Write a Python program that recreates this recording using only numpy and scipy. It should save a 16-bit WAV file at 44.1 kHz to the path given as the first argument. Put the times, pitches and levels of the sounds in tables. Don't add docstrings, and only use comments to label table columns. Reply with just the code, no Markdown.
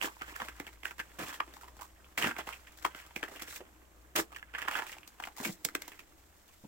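import sys
import numpy as np
from scipy import signal
from scipy.fft import rfft, irfft, next_fast_len
from scipy.io import wavfile
from scipy.ndimage import uniform_filter1d, map_coordinates

SR = 44100
rng = np.random.default_rng(int(sys.argv[2]) if len(sys.argv) > 2 else 0)


def int16_out(signal):
    q = np.round(np.clip(np.atleast_2d(signal).T, -1, 1) * 32767)
    wavfile.write(sys.argv[1], SR, q.astype(np.int16))


N = 294534

# f/Hz, likeness
AIR_LIKENESS = [(60, 0.57), (240, 0.77), (950, -0.03), (3770, 0.47), (15000, -0.28)]
# t/s, crumble level/dB, low rustle level/dB, ice fizz level/dB
TRICKLE_LEVELS = [(0.0, -64.5, -69, -62), (0.43, -51, -73, -60.5), (0.78, -65, -68.5, -66),
                  (1.47, -59.5, -60.5, -63.5), (1.92, -67.5, -69, -69.5), (2.21, -63.5, -66, -67.5),
                  (2.34, -53, -64, -61), (2.64, -63.5, -69, -65), (3.44, -55, -72, -64),
                  (3.64, -66, -66, -71), (4.04, -69.5, -65, -72), (4.58, -61.5, -71, -73),
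                  (4.74, -53, -63, -52.5), (5.04, -66, -69, -68), (5.67, -65.5, -62.5, -66),
                  (5.86, -56, -61, -61), (6.12, -70.5, -65.5, -69), (6.68, -68, -82, -66.5)]
# t/s, hold/s, level/dB, low bump level above it/dB, bump f/Hz
SOLE_THUDS = [(0.037, 0.012, -42, -15, 243), (0.421, 0.0063, -56.5, 3.5, 250),
              (1.187, 0.043, -45.5, -3, 162), (2.181, 0.035, -48.5, -6, 197), (2.235, 0.0071, -42, -2, 208),
              (2.262, 0.0085, -36.5, -0.5, 209), (3.602, 0.0042, -49, 2.5, 416),
              (4.152, .05, -36, -9.5, 290), (5.4, 0.013, -43.5, -2, 218), (5.457, 0.011, -43.5, 3.5, 260),
              (5.481, 0.018, -41.5, -2, 191), (6.637, 0.01, -48, -4.5, 178)]
THUD_RISE_S, THUD_RELEASE_S = 0.0032, 0.052
LOOSE_HZ = 1494


def amp(db):
    return 10 ** (np.asarray(db) / 20)


def unit(x):
    return x / np.sqrt(np.mean(x ** 2) + 1e-20)


def along(points, hz):
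    f, v = np.transpose(points)
    return np.interp(np.log(hz + 1), np.log(f + 1), v)


def curves(rows):
    s, *cols = np.transpose(rows)
    return [np.interp(np.arange(N) / SR, np.maximum.accumulate(s), c) for c in cols]


def wobble(rate):
    knots = rng.standard_normal(int(N * rate / SR) + 4)
    return map_coordinates(knots, [np.arange(N) * rate / SR])


def filtered(x, response):
    m = next_fast_len(N + 8192)
    return irfft(rfft(x, m) * response(np.fft.rfftfreq(m, 1 / SR)), m)[..., :N]


def causal(points):
    def response(hz):
        ceps = irfft(np.log(amp(np.maximum(along(points, hz), -70))))
        half = len(ceps) // 2
        ceps[1:half] *= 2
        ceps[half + 1:] = 0
        gain = np.exp(rfft(ceps))
        return gain / np.sqrt(np.mean(abs(gain) ** 2))
    return response


def resonances(modes, hz):
    gain = 0
    for k, (center, width, db) in enumerate(modes):
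        damping = 1j * hz * width
        gain = gain + (-1) ** k * amp(db) * damping / (center * center - hz * hz + damping)
    return gain / np.sqrt(np.mean(abs(gain) ** 2))


def ports(pair, alike):
    def mid_side_gains(hz):
        turn = np.arccos(np.clip(along(alike, hz), -1, 1)) / 2
        return np.sqrt(2) * np.array([np.cos(turn), np.sin(turn)])
    mid, side = filtered(pair, mid_side_gains)
    return np.array([mid + side, mid - side]) / np.sqrt(2)


def yard():
    # f/Hz, level/dB
    air_colour = [(47, -35), (80, 4.5), (91, -16), (217, -10), (259, -15.5), (316, -14.5), (413, -15.5),
                  (601, -12.5), (858, -17), (1200, -18), (5050, -33.5), (7050, -23.5), (11000, -32.5),
                  (12800, -22.5), (16000, -33.5)]
    # f/Hz, level/dB
    rumble_colour = [(15, -6.5), (28, -6), (45, -8.5), (90, -17), (140, -38.5)]
    # t/s, level/dB
    hum_levels = [(0, -61.5), (2.3, -63.5), (4.4, -66), (4.7, -72.5), (6.2, -70), (6.68, -91)]
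    air = filtered(rng.standard_normal((2, N)), lambda hz: amp(along(air_colour, hz)))
    air = amp(-66.5 + 1.2 * wobble(3.41)) * unit(ports(air, AIR_LIKENESS))
    rumble = filtered(rng.standard_normal((2, N)), lambda hz: amp(along(rumble_colour, hz)))
    rumble = amp(-70.5) * unit(ports(rumble, AIR_LIKENESS))
    phase = 2 * np.pi * 59.8 * np.arange(N) / SR + .9 * wobble(11)
    waver_db = 2.6 * wobble(14) + 1.5 * wobble(4)
    partials = np.sin(phase) + amp(-15.5) * np.sin(2 * phase)
    hum = amp(curves(hum_levels)[0] + 3.0 + waver_db) * partials
    return air + rumble + hum


def drone():
    # t/s, level/dB
    drone_levels = [(0.0, -78), (0.5, -73), (1.15, -84), (1.39, -72), (2.08, -82), (2.36, -68),
                    (2.66, -78.5), (3.44, -69.5), (4.54, -81), (4.72, -71), (5.15, -80), (5.62, -63.5),
                    (6.34, -80.5), (6.68, -81)]
    center_hz, width_hz = 314, 25
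    mode = [(center_hz, width_hz, 0)]
    band = filtered(rng.standard_normal(N), lambda hz: resonances(mode, hz) ** 2)
    return amp(curves(drone_levels)[0]) * unit(band)


def press(start, rise, hold, release):
    t = np.arange(N) / SR - start
    rise = max(rise, .001)
    up = np.sin(np.pi / 2 * np.clip(t / rise, 0, 1)) ** 2
    return up * amp(-60 * np.maximum(t - rise - max(hold, 0), 0) / release)


def pushes():
    # t/s, rise/s, hold/s, crumble level/dB,
    # thud level above it/dB, fizz level above it/dB, shard f/Hz
    push_rows = [(0, 0.028, 0.033, -35, -7, -5, 1800), (0.26, 0.026, 0.033, -53, -8, -1.5, 1400),
                 (0.396, 0.0035, 0.018, -44, -3, -11, 1280), (0.434, .015, 0.027, -64, -20, 2, 1410),
                 (0.832, 0.026, 0.026, -45.5, -25, -7, 1840), (1.185, 0.0067, 0.05, -41, -2, -4, 1600),
                 (1.253, 0.0092, 0.045, -42, -11.5, -6, 1700), (1.322, .012, 0.017, -49, -25, 0.5, 1610),
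                 (2.174, 0.0033, 0.013, -32.5, -5.5, -1, 2000), (2.201, 0.023, 0.05, -31, -12, -9.5, 1960),
                 (2.28, .005, 0.026, -43, -7, -5, 1510), (2.38, 0.0062, 0.005, -33, -16, -10.5, 1170),
                 (2.467, .004, 0.042, -46.5, -10, -5.5, 1330), (2.522, .01, .04, -61, -15, 2.5, 2040),
                 (2.931, 0.035, 0.051, -50.5, -28, -4, 1870), (3.29, 0.029, 0.04, -54, 1, -1.5, 1220),
                 (3.409, 0.0087, 0.0075, -46.5, -4.5, -2, 2020), (3.459, 0.025, 0.089, -54, -23, 6, 2260),
                 (4.153, 0.0048, 0.042, -32, -6, -2, 1580), (4.528, 0.017, 0.029, -44.5, -31, -17, 1770),
                 (4.573, 0.0096, 0.074, -46, -20, -15, 1770), (4.673, 0.0064, 0.004, -34.5, -19, -22, 1640),
                 (4.704, .01, 0.016, -39, -20, -17, 1570), (4.746, 0.0086, 0.038, -35, -18, -12.5, 1620),
                 (4.807, 0.0046, 0.017, -44.5, -18, -12, 1440), (4.855, 0.026, 0.059, -51, -18, -5, 2090),
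                 (5.367, .03, 0.083, -50.5, -14, 3, 1560), (5.425, 0.009, .05, -43, -15, 0, 2200),
                 (5.495, .01, 0.029, -64.5, -7, 15.5, 2000)]
    release_s = 0.099
    drift = 0.26
    power = amp(curves(TRICKLE_LEVELS)) ** 2
    pitch = power[0] * (np.log(LOOSE_HZ) + drift * wobble(7))
    for s, rise, hold, db, thud_db, fizz_db, hz in push_rows:
        weight = (amp(db) * press(s, rise, hold, release_s)) ** 2
        power = power + weight * amp([[0], [thud_db], [fizz_db]]) ** 2
        pitch = pitch + weight * np.log(hz)
    thuds = 0
    for s, hold, db, *_ in SOLE_THUDS:
        thuds = thuds + (amp(db) * press(s, THUD_RISE_S, hold, THUD_RELEASE_S)) ** 2
    crust, thud, fizz = np.sqrt(power[0]), np.sqrt(power[1] + thuds), np.sqrt(power[2])
    return crust, thud, fizz, np.exp(pitch / power[0])


def grains(rate, spread_db, life_ms, bed):
    breaks = (rng.random(N) < rate / SR) * amp(spread_db * rng.exponential(size=N))
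    fade = np.exp(-1000 / (life_ms * SR))
    envelope = unit(signal.lfilter([1], [1, -fade], breaks)) + bed
    return unit(envelope * rng.standard_normal((2, N)))


def shards(force, pitch, rate, spread, cycles):
    count = 4000
    draw = rng.random((count, 4))
    start = (np.cumsum(-np.log(draw[:, 0])) * SR / rate).astype(int) % N
    hz = pitch[start] * np.exp(spread * rng.standard_normal(count))
    size = force[start] * amp(2.67 * -np.log(draw[:, 1]))
    steps = np.arange(300)
    turns = np.outer(hz / SR, steps)
    fade = size[:, None] * np.exp(-turns / cycles) * np.sqrt(hz / 1500)[:, None]
    at = (start[:, None] + steps).ravel()

    def ring(phase):
        waves = fade * np.sin(2 * np.pi * (turns + phase[:, None]))
        return np.bincount(at, waves.ravel(), N + steps.size)[:N]

    return np.array([ring(draw[:, 2]), ring(draw[:, 3])])


def sounded(crust, thud, fizz):
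    # f/Hz, level/dB
    crust_colour = [(200, -18.5), (350, -18.5), (500, -6.5), (800, -3.5), (1500, -2.5), (2100, -3.5),
                    (2900, -4), (3400, -5.5), (3750, -20), (5000, -18.5), (7000, -51)]
    # f/Hz, level/dB
    ice_colour = [(2060, -40), (3500, -3.5), (4660, -6), (5360, -4), (6610, -4.5), (7560, -1.5),
                  (9560, -10), (11100, -8.5), (12600, -6.5), (14200, -6.5), (16000, -6)]
    # f/Hz, width/Hz, relative level/dB
    ground_modes = [(181.5, 134, -11), (306.4, 65, 2), (418, 82, -0.5), (660, 315, -7)]
    # f/Hz, likeness
    step_likeness = [(150, 0.97), (500, 0.65), (1500, 0.7), (5000, 0.058), (14000, 0.043)]
    both = filtered(crust, causal(crust_colour)) + filtered(fizz, causal(ice_colour))
    both += filtered(thud, lambda hz: resonances(ground_modes, hz))
    return ports(both, step_likeness)


def crumble():
    crust, thud, fizz, pitch = pushes()
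    clumps = wobble(60)
    crust = crust * amp(1.5 * clumps)
    crust_grains = amp(-5) * crust * grains(400, spread_db=2.2, life_ms=3.2, bed=.7)
    flakes = amp(-11) * shards(crust, pitch, 600, spread=0.335, cycles=2.74)
    fizz = fizz * amp(0.32 * clumps) * grains(650, spread_db=4.0, life_ms=4.7, bed=1.0)
    thud = thud * amp(1.05 * clumps - 4.5) * grains(150, spread_db=1.5, life_ms=1.4, bed=1.3)
    return sounded(crust_grains + flakes, thud, fizz)


def bumps():
    out = np.zeros(N)
    for s, hold, db, bump_db, hz in SOLE_THUDS:
        b, a = signal.iirpeak(hz, 1.6, SR)
        once = signal.lfilter(b, a, rng.standard_normal(N))
        body = unit(signal.lfilter(b, a, once))
        out += amp(db + bump_db) * press(s, THUD_RISE_S, hold, THUD_RELEASE_S) * body
    return out


def faint(count):
    least_db, spread_db = 5.5, 4
    draw = rng.random((count, 3))
    times = .02 + draw[:, 0] * (N / SR - .02)
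    trickle_db = curves(TRICKLE_LEVELS)[0][(times * SR).astype(int)]
    levels = trickle_db + least_db - spread_db * np.log(draw[:, 1])
    pitches = LOOSE_HZ * np.exp(2.9 * (draw[:, 2] - .5))
    return [(s, db, -22, -15, hz, 1.2, .04) for s, db, hz in zip(times, levels, pitches)]


def snaps():
    # t/s, peak level/dB, thud level above it/dB,
    # fizz level above it/dB, plate f/Hz, rise/ms, time to fall 60 dB/s
    snap_rows = [(0.075, -29.5, -17, -25, 993, 1.1, 0.1), (0.212, -27.5, -22, -30, 1300, 0.91, 0.088),
                 (0.219, -26.5, -25.5, -26, 1400, 1.18, 0.096), (0.322, -40, -15, -26, 1000, 0.81, 0.094),
                 (0.358, -32.5, -22, -16, 1550, 1.8, 0.15), (0.401, -20, -24, -32, 1200, 0.81, 0.08),
                 (0.419, -36, -27, -14, 730, 1.5, 0.075), (0.448, -41.5, -27, -8.5, 623, 1.6, 0.11),
                 (0.485, -26, -23, -20, 1540, 0.86, 0.055), (0.6, -28.5, -8.5, -19.5, 1900, 1.26, 0.055),
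                 (0.668, -34, -12.5, -16.5, 2100, 1.45, 0.067), (0.731, -47.5, -18, -8.5, 1310, 1.4, 0.048),
                 (0.833, -32.5, -18.5, -24, 2110, 1.2, 0.038), (0.855, -27.5, -22, -16.5, 1570, 1.8, 0.043),
                 (0.909, -29, -31, -22.5, 1350, 1.15, 0.052), (0.982, -40.5, -18, -14, 1700, 0.85, 0.066),
                 (0.994, -24, -16, -21.5, 1690, 1.35, 0.081), (1.187, -29, -21, -25, 575, 1.46, 0.097),
                 (1.327, -36, -27, -17, 1050, 1.5, 0.065), (1.342, -29.5, -29, -25, 1700, 1.15, 0.055),
                 (1.402, -13, -34, -36.5, 1150, 0.98, 0.041), (1.478, -41, -17, -29, 619, 1.2, 0.046),
                 (1.538, -41, -16, -13, 1880, 0.95, 0.12), (1.566, -39, -26, -18, 970, 1.15, 0.073),
                 (1.612, -45.5, -18, -8.5, 1340, 1.2, 0.11), (1.633, -37, -26, -23, 960, 1.1, 0.097),
                 (1.679, -39.5, -24, -18, 1000, 1.1, 0.055), (1.767, -44.5, -16, -15, 945, 0.74, 0.097),
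                 (1.792, -40.5, -12, -22, 813, 1.2, 0.1), (1.811, -32, -23.5, -15, 1050, 1, 0.15),
                 (2.044, -45.5, -25, -21, 3120, 1.15, 0.061), (2.177, -21, -24.5, -18, 2070, 0.93, 0.071),
                 (2.224, -15.5, -30, -25, 2800, 0.87, 0.083), (2.242, -17, -21, -28, 1520, 0.97, 0.047),
                 (2.271, -21, -11.5, -17.5, 1660, 1.04, 0.047), (2.311, -23, -26, -33, 1470, 0.9, 0.061),
                 (2.365, -24.5, -28, -31, 1450, 0.75, 0.066), (2.387, -23, -22, -38, 800, 0.68, 0.065),
                 (2.473, -28, -14.5, -25, 890, 1.2, 0.047), (2.488, -26.5, -27, -26, 1230, 1, 0.085),
                 (2.528, -34, -40, -17, 2600, 1.9, 0.071), (2.672, -43.5, -17, -14.5, 1940, 1.6, 0.055),
                 (2.773, -54, -17, 0.5, 1340, 0.99, 0.17), (2.825, -40.5, -16, -10.5, 1530, 0.94, 0.17),
                 (2.85, -16.5, -16, -22, 1140, 1.68, 0.057), (2.948, -28, -22.5, -23, 1330, 0.86, 0.039),
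                 (2.988, -47, -29, -24, 1820, 1.15, 0.064), (3.064, -41.5, -20, -13, 1320, 0.8, 0.043),
                 (3.108, -40, -24, -35, 942, 1.24, 0.036), (3.162, -25, -10.5, -19, 2340, 1.45, 0.1),
                 (3.23, -21.5, -14, -24, 1620, 1.14, 0.077), (3.285, -35.5, -17, -16.5, 700, 1.4, 0.075),
                 (3.316, -42, -2.5, -19, 708, 1.3, 0.055), (3.361, -38.5, -14, -11.5, 2830, 1.3, 0.089),
                 (3.396, -36.5, -35, -13, 2160, 1.2, 0.055), (3.42, -33.5, -12.5, -8, 2490, 1.15, 0.07),
                 (3.481, -40, -13.5, -14, 2820, 1, 0.083), (3.509, -41, -21, -13, 1980, 1.15, 0.055),
                 (3.526, -38, -29, -19, 1510, 1, 0.087), (3.56, -37.5, -26, -6.5, 2540, 1.4, 0.077),
                 (3.606, -36.5, -21, -30, 614, 0.95, 0.12), (4.161, -20.5, -12.5, -9, 2460, 0.91, 0.11),
                 (4.188, -19, -14.5, -21, 670, 0.7, 0.046), (4.32, -35.5, -24, -24.5, 1116, 1.2, 0.13),
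                 (4.347, -37.5, -31, -22, 2750, 1, 0.051), (4.362, -29.5, -44, -21.5, 1700, 0.9, 0.077),
                 (4.385, -40, -33, -17, 2910, 1.1, 0.063), (4.427, -29.5, -37, -34, 1700, 0.66, 0.026),
                 (4.538, -31, -30, -33, 1640, 0.86, 0.045), (4.549, -23, -40, -33.5, 1700, 1.1, 0.065),
                 (4.583, -26.5, -33, -21, 1710, 1.1, 0.089), (4.618, -24, -31, -23.5, 1870, 0.81, 0.06),
                 (4.625, -27, -33, -22.5, 1850, 1.2, 0.051), (4.651, -35, -14, -22, 1050, 1.2, 0.03),
                 (4.684, -18.5, -26.5, -21.5, 1140, 1.6, 0.03), (4.711, -26, -38, -18, 1840, 0.79, 0.081),
                 (4.737, -28.5, -25, -19, 2680, 1.15, 0.046), (4.754, -19, -32, -26, 1590, 0.99, 0.055),
                 (4.775, -29, -23, -30, 1090, 0.61, 0.047), (4.789, -22, -22, -28, 1850, 0.8, 0.031),
                 (4.821, -22, -30, -27, 980, 0.88, 0.038), (4.867, -33, -22, -15, 2720, 1, 0.055),
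                 (4.893, -38, -34, -13, 2010, 1.15, 0.051), (4.918, -39.5, -26, -5.5, 2710, 1.15, 0.046),
                 (4.928, -31.5, -34, -18, 2640, 1.5, 0.046), (4.967, -37.5, -30, -29, 869, 0.82, 0.048),
                 (4.984, -39.5, -22, -16, 2670, 1.15, 0.032), (5.031, -37.5, -38, -23, 2620, 0.6, 0.076),
                 (5.077, -45.5, -14, -5, 2500, 1.15, 0.076), (5.201, -31.5, -20, -18, 860, 1.7, 0.035),
                 (5.225, -34.5, -32, -17, 848, 1.34, 0.048), (5.238, -24, -39, -26, 2430, 1.13, 0.041),
                 (5.253, -35.5, -23, -9.5, 894, 1.3, 0.042), (5.272, -26, -26.5, -22, 850, 0.91, 0.061),
                 (5.367, -40, -14, -6, 1070, 1.3, 0.055), (5.383, -39, -22, -4, 875, 1.3, 0.036),
                 (5.402, -31.5, -13, -21, 1110, 1.4, 0.046), (5.43, -32, -19, -15, 810, 1.15, 0.078),
                 (5.449, -20.5, -20, -14, 2300, 1.18, 0.1), (5.65, -23, -8, -0.5, 2200, 1.19, 0.018),
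                 (5.688, -31.5, -21, -14.5, 1410, 1.25, 0.048), (5.751, -14, -24, -18, 1400, 0.86, 0.028),
                 (5.819, -31, -31, -15, 2020, 0.69, 0.039), (5.879, -34.5, -17.5, -11.5, 1010, 0.78, 0.071),
                 (5.919, -39.5, -26, -15.5, 2180, 1.23, 0.069), (5.993, -37.5, -23, -14, 2370, 1.3, 0.055)]
    crust, thud, fizz = np.zeros((3, 2, N + SR))
    lean = np.zeros(N + SR)
    t = np.arange(SR // 8) / SR - .006
    after = np.maximum(t, 0)
    for s, db, thud_db, fizz_db, hz, rise_ms, t60 in snap_rows + faint(count=40):
        noise = rng.standard_normal((3, 2, len(t)))
        lumps = map_coordinates(rng.standard_normal(size=64), [after * 400], order=1)
        splinters = amp(5.18 * lumps) * amp(-60 * after / np.clip(t60, .01, .3))
        swell = np.exp(np.minimum(t - .001, 0) * 1000 / np.clip(rise_ms, .1, 4))
        shape = swell * (amp(-60 * after / 0.0058) + 0.67 * splinters)
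        noise[:, 0, np.argmax(shape)] = np.array([8, 25, 8]) / np.clip(rise_ms, .5, 4)
        blow = noise[0] * shape
        b, a = signal.iirpeak(min(hz, 8000), 4.5, SR)
        plate = 0.38 * blow + 2.0 * signal.lfilter(b, a, blow)
        b, a = signal.iirpeak(min(1.59 * hz, 9000), 3.5, SR)
        plate += 0.88 * signal.lfilter(b, a, blow * amp(-60 * after / 0.011))
        first = round((s + t[0]) * SR)
        at = slice(first, first + len(t))
        crust[:, at] += amp(db) * plate / abs(plate).max()
        thud[:, at] += amp(db + thud_db - 3.5) * swell * amp(-60 * after / 0.054) * noise[1]
        fizz[:, at] += amp(db + fizz_db + 1.5) * shape ** 0.74 * noise[2]
        lean[at] = 2.5 * rng.standard_normal() - .5
    lean = uniform_filter1d(lean, size=64)[:N]
    return sounded(crust[:, :N], thud[:, :N], fizz[:, :N]) * amp([lean / 2, -lean / 2])


def shed(x):
    # f/Hz, time to fall 60 dB/s
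    decay_times = [(200, 0.18), (1500, 0.088), (10000, 0.092)]
    hz, t, z = signal.stft(rng.standard_normal((2, SR // 2)), SR, nperseg=256)
    decay = amp(-60 * t / along(decay_times, hz)[:, None])
    tail = signal.istft(z * decay, SR, nperseg=256)[1]
    heard = np.pad(x.mean(axis=0), (250, 0))[None]
    echo = signal.fftconvolve(heard, tail / np.linalg.norm(tail[0]), axes=1)[:, :N]
    return ports(echo, AIR_LIKENESS)


def scene():
    # t/s, left lag/ms
    left_lag = [(0, 0.21), (.6, 0.061), (3.2, 0.058), (4.3, 0.13), (4.9, 0.036), (6.68, 0.068)]
    steps = crumble() + snaps() + bumps()
    late = np.arange(N) - curves(left_lag)[0] * SR / 1000
    steps[0] = map_coordinates(steps[0], [late])
    return steps + amp(-10) * shed(steps) + drone() + yard()


def record(dry):
    # f/Hz, left-right level difference/dB
    port_levels = [(60, 2.5), (110, -1.5), (200, 1.5), (380, 0.5), (700, -1), (1290, -3.5), (2380, -4),
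                   (4400, 3.5), (8120, -0.5), (15000, -2.5)]
    # f/Hz, left phase lead/rad
    port_leads = [(500, 0.19), (800, -0.08), (1380, -1.11), (1900, -0.058), (2500, -0.27), (3300, -0.53)]
    top_hz = 15900

    def half(points, hz):
        return np.outer([.5, -.5], along(points, hz))

    def response(hz):
        return amp(half(port_levels, hz)) * np.exp(1j * half(port_leads, hz)) * (hz < top_hz)

    return filtered(dry, response)


dry = scene()
out = record(dry)
int16_out(out)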